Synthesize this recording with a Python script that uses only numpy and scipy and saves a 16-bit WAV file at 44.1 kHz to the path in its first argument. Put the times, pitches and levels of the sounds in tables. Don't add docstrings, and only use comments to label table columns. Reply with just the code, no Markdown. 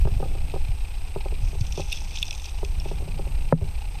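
import sys
import numpy as np
from scipy import signal
from scipy.fft import rfft, irfft
from scipy.io import wavfile
from scipy.ndimage import uniform_filter1d

SR = 44100
rng = np.random.default_rng(int(sys.argv[2]) if len(sys.argv) > 2 else 0)


def unload_wav(signal):
    wavfile.write(
        sys.argv[1],
        SR,
        np.round(np.clip(np.atleast_2d(signal).T, -1, 1) * 32767).astype(np.int16),
    )


N = 176400
MODE_SPREAD_DB = 1.5


def amp(db):
    return 10 ** (np.asarray(db) / 20)


def unit(x):
    return x / np.sqrt(np.mean(x ** 2) + 1e-20)


def curve(rows, column):
    rows = np.array(rows)
    return np.interp(np.arange(N) / SR, rows[:, 0], rows[:, column])


def add(mix, start_s, sound):
    part = mix[max(round(start_s * SR), 0):][:len(sound)]
    part += sound[:len(part)]


def noise(spectrum):
    hz, db = np.transpose(spectrum)
    f = np.fft.rfftfreq(N, 1 / SR)
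    gain = amp(np.interp(np.log(f + 1), np.log(hz), db))
    return unit(irfft(rfft(rng.standard_normal(N)) * gain, N))


def steadied(x, samples):
    return x / np.sqrt(uniform_filter1d(x ** 2, samples) + 1e-9)


def dispersed(x, cycles, low_hz):
    f = np.fft.rfftfreq(2 * len(x), 1 / SR)
    x = signal.sosfilt(signal.butter(5, low_hz, "high", fs=SR, output="sos"), x)
    lag = np.exp(-2j * np.pi * cycles * np.log(1 + f / low_hz))
    return irfft(rfft(x, 2 * len(x)) * lag)[:len(x)]


def camera(rasp_hz=29.97, uneven_db=2.5, whine_hz=8151.5, spacing_hz=60.6):
    # (phase [cycles], relative level [dB])
    rasp_cycle = [(0, -15), (.07, -6.5), (.14, 4), (.26, 8), (.33, 4.5), (.42, 3), (.46, 5.5), (.52, 10.5),
                  (.6, 6), (.7, 4.5), (.82, -19.5), (1, -10)]
    # (frequency [Hz], relative density [dB])
    rasp_spectrum = [(300, -11), (600, -10), (830, 6.5), (1100, -16.5), (1800, -14.5), (2150, -6.5),
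                     (2480, 2.5), (3000, -5), (3550, -10.5), (4000, -5.5), (4400, -11), (4900, -7.5),
                     (6200, -25.5), (7500, -24.5), (14000, -36)]
    hiss_spectrum = [(100, 8), (350, 16), (520, 13), (680, 9.5), (830, 14.5), (1100, 11), (1800, 6),
                     (2500, 10.5), (3300, 4.5), (5000, 0), (7000, -0.5), (10000, -0.5), (14000, -1)]
    # (offset from whine_hz [spacings], relative level [dB])
    whine_lines = [(-2, -73), (-1, -68.5), (0, -58.5), (1, -59.5), (2, -68.5), (3, -73.5), (4, -75.5)]
    t = np.arange(N) / SR
    uneven = unit(uniform_filter1d(rng.standard_normal(N), size=400))
    cycle_db = np.interp(t * rasp_hz % 1, *np.transpose(rasp_cycle))
    rasp = noise(rasp_spectrum) * unit(amp(cycle_db + uneven_db * uneven))
    whine = sum(amp(db) * np.cos(2 * np.pi * (whine_hz + k * spacing_hz) * t + np.pi * (k > 0))
                for k, db in whine_lines)
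    return amp(-50) * rasp + amp(-51.5) * noise(hiss_spectrum) + amp(-2) * np.sqrt(2) * whine


def current():
    # (time [s], relative rumble level [dB], relative flutter level [dB])
    flow = [(0, -11, -42), (.15, -21.5, -38), (.4, -22, -39.5), (.66, -20.5, -45.5), (.8, -24.5, -53),
            (1.15, -27, -50), (1.44, -20.5, -43), (1.56, -24.5, -42), (1.66, -25, -43.5), (1.9, -27, -49.5),
            (2.24, -29, -47.5), (2.45, -30.5, -57.5), (2.65, -23, -47), (3.1, -27, -37), (3.4, -20.5, -43),
            (3.68, -25.5, -37.5), (3.78, -24.5, -52), (4, -30.5, -44.5)]
    # (frequency [Hz], relative density [dB])
    rumble_spectrum = [(8, -7.5), (18, 4.5), (32, 0), (58, -5), (85, -12.5), (115, -37), (200, -53),
                       (400, -65.5)]
    flutter_spectrum = [(40, -52), (85, 4.5), (120, -1), (155, 1.5), (200, -15), (280, -15), (400, -26.5),
                        (700, -23), (1500, -53)]
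    rumble = steadied(noise(rumble_spectrum), samples=7000) * amp(curve(flow, column=1) - 0.5)
    flutter = steadied(noise(flutter_spectrum), samples=5000) * amp(curve(flow, column=2) + 1)
    return rumble + flutter


def nudges(rise_s=0.0074, t60_s=0.054):
    # (time [s], peak level [dB], frequency [Hz])
    pushes = [(.05, -15.5, 124), (.118, -18.5, 78.5), (0.161, -17.5, 87), (0.686, -20, 100),
              (1.425, -19.5, 78), (1.608, -14.5, 101), (2.777, -17.5, 58), (3.617, -13.5, 78)]
    out, t = np.zeros(N), np.arange(SR // 4) / SR
    envelope = (1 - np.exp(-(t / rise_s) ** 2)) * amp(-60 * t / t60_s)
    for start_s, level, hz in pushes:
        rocking = np.sin(2 * np.pi * hz * t) * envelope
        add(out, start_s, amp(level) * rocking / abs(rocking).max())
    return out


def pebble(tilt_db, tilt_top_hz=5900, scatter=0.012, chatter=0.19, chatter_s=0.0015):
    # (frequency [Hz], relative level [dB], T60 [s])
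    high_modes = [(2567, 2.5, .022), (2780, -2.5, 0.016), (3140, -9, 0.0095), (3260, -9, 0.017),
                  (3500, 0.5, 0.016), (3634, -1.5, 0.011), (3980, -6, 0.011), (4400, -10.5, 0.013),
                  (4975, -2, 0.0095), (5500, -2, 0.012), (5930, -4, 0.0093), (6210, -3, 0.0063),
                  (7350, -13.5, 0.0057), (8550, -18, 0.0056), (11100, -21, .0015)]
    t = np.arange(SR // 30) / SR
    hz, db, t60 = np.array(high_modes).T[:, :, None]
    strength, detune, phase = rng.standard_normal((3, len(high_modes), 1))
    octaves = np.log2(np.minimum(hz, tilt_top_hz) / hz[0])
    envelopes = amp(db + MODE_SPREAD_DB * strength + tilt_db * octaves - 60 * t / t60)
    ring = (envelopes * np.sin(2 * np.pi * (hz * (1 + scatter * detune) * t + phase))).sum(0)
    contacts = (t == 0) + chatter * rng.standard_normal(len(t)) * np.exp(-t / chatter_s)
    click = dispersed(signal.fftconvolve(contacts, ring)[:len(t)], cycles=4, low_hz=2350)
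    return click / abs(click).max()


def grains(per_s, tilt_db, stones=24, spread_db=5.5):
    hits = (rng.random(N) < per_s / SR) * amp(spread_db * np.minimum(rng.exponential(1, N), 3.5))
    stone = rng.integers(0, stones, N)
    return unit(sum(signal.oaconvolve(hits * (stone == k), pebble(tilt_db))[:N] for k in range(stones)))


def gravel():
    # (time [s], gravel level [dB], grit level [dB])
    stirring = [(0, -54.5, -84), (1.38, -61, -70), (1.44, -54, -51), (1.53, -71, -58), (1.62, -57, -55),
                (1.72, -61, -53), (1.81, -41, -42.5), (1.87, -59, -52.5), (1.94, -35.5, -44.5),
                (2.04, -59, -48), (2.16, -41, -48.5), (2.3, -54, -48), (2.38, -59, -52), (2.45, -42.5, -51),
                (2.52, -56.5, -58), (2.72, -70, -59), (2.88, -47, -63), (3.1, -76, -63), (4, -63, -67)]
    # (time [s], relative level [dB], spectral tilt [dB/octave])
    clacks = [(0.498, -30, -35), (1.609, -26.5, 10), (1.649, -39, -7), (1.667, -31.5, 3), (1.723, -23, 4),
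              (1.756, -28.5, 2), (1.774, -26.5, 11), (1.804, -24.5, 12), (1.899, -28.5, 6), (1.921, -21, 0),
              (1.926, -13.5, -4), (1.931, -28, 6), (1.97, -26.5, 3), (2.161, -24, 6), (2.172, -19, -4),
              (2.186, -23, 13), (2.22, -26, 4), (2.2272, -9.5, -7.5), (2.254, -28, 4), (2.267, -27, 8),
              (2.281, -24.5, 2), (2.308, -16.5, -5), (2.327, -24, -6), (2.349, -30.5, 18),
              (2.378, -29.5, 10), (2.397, -29.5, -4), (2.456, -26, 1.5), (2.648, -22.5, -5),
              (2.799, -25.5, 9)]
    out = grains(per_s=1000, tilt_db=0) * amp(curve(stirring, column=1))
    out += grains(per_s=1100, tilt_db=18) * amp(curve(stirring, column=2))
    for start_s, level, tilt_db in clacks:
        add(out, start_s, amp(level - 1.5) * pebble(tilt_db))
    return out


def knocks(scatter=0.012, soft_top_hz=996, firm_db=-25.5, octaves_per_db=0.04, rebound=0.9):
    # (time [s], relative level [dB], spectral tilt [dB/octave], rebound delay [s])
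    impacts = [(.052, -19.5, 9, 0.0039), (.072, -18.5, 13, .004), (.2, -23, 4, .004),
               (.226, -21, 14, 0.003), (.254, -29, 7, 0.0049), (.31, -35, 7, 0.0041),
               (0.35, -29.5, 11, 0.0043), (.376, -36, 22, 0.0039), (.538, -21, 2.5, 0.0037),
               (.559, -23, 5, 0.0043), (1.16, -19, 3, 0.0038), (1.257, -23.5, 7, 0.0042),
               (1.322, -28.5, 1, 0.0038), (1.529, -33, -2, 0.0038), (1.55, -34.5, 1, 0.0036),
               (1.776, -20.5, 1, 0.0038), (1.795, -20, 3, 0.0042), (2.629, -21, 3, 0.0038),
               (2.856, -24.5, 10.5, .004), (2.913, -23, 8, 0.0039), (3.002, -35.5, 7, 0.0035),
               (3.02, -31.5, -3.5, .004), (3.076, -31.5, -5, 0.0041), (3.192, -24, 4, 0.0042),
               (3.268, -30.5, -2, 0.0042), (3.5245, -1, -5.5, 0.00263), (3.613, -27.5, -7, 0.0037),
               (3.623, -27.5, -8.5, .004)]
    # (frequency [Hz], relative level [dB], T60 [s])
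    low_modes = [(160.4, -2.5, 0.098), (194, -23, 0.039), (250, -5.5, 0.068), (400.4, -3.5, 0.091),
                 (456, -0.5, 0.046), (531, 4.5, 0.031), (678, -6, .022), (768, -6, 0.052),
                 (933, -13, 0.021), (1240, -19, 0.048), (1550, -20, .014)]
    out, t = np.zeros(N), np.arange(SR // 4) / SR
    hz, db, t60 = np.array(low_modes).T[:, :, None]
    for start_s, level, tilt_db, rebound_s in impacts:
        strength, detune = rng.uniform(-1, 1, (2, len(low_modes), 1))
        envelopes = amp(db + tilt_db * np.log2(hz / 500) + MODE_SPREAD_DB * strength - 60 * t / t60)
        ring = (envelopes * np.sin(2 * np.pi * hz * (1 + scatter * detune) * t)).sum(0)
        top_hz = soft_top_hz * 2 ** (octaves_per_db * max(level - firm_db, 0))
        contact = signal.butter(4, top_hz, fs=SR, output="sos")
        ring = dispersed(signal.sosfilt(contact, ring), cycles=0.788, low_hz=100)
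        ring *= amp(level - 1.5) / abs(signal.hilbert(ring)).max()
        add(out, start_s, ring)
        add(out, start_s + rebound_s, -rebound * ring)
    return out


def scene():
    return (current() + knocks() + nudges() + gravel() + camera())[None]


def record(dry, limit_db=-10.5, attack_s=0.0014, recovery_db_per_s=71, cutoff_hz=14350):
    over_db = np.maximum(20 * np.log10(abs(dry[0]) + 1e-9) - limit_db, 0)
    recovery_db = np.arange(N) * recovery_db_per_s / SR
    held_db = np.maximum.accumulate(over_db + recovery_db) - recovery_db
    pole = np.exp(-1 / (attack_s * SR))
    duck_db = signal.lfilter([1 - pole], [1, -pole], held_db)
    low_pass = signal.firwin(511, cutoff_hz, window=("kaiser", 9), fs=SR)
    return signal.oaconvolve(dry * amp(-duck_db), low_pass[None], "same")


dry = scene()
out = record(dry)
unload_wav(out)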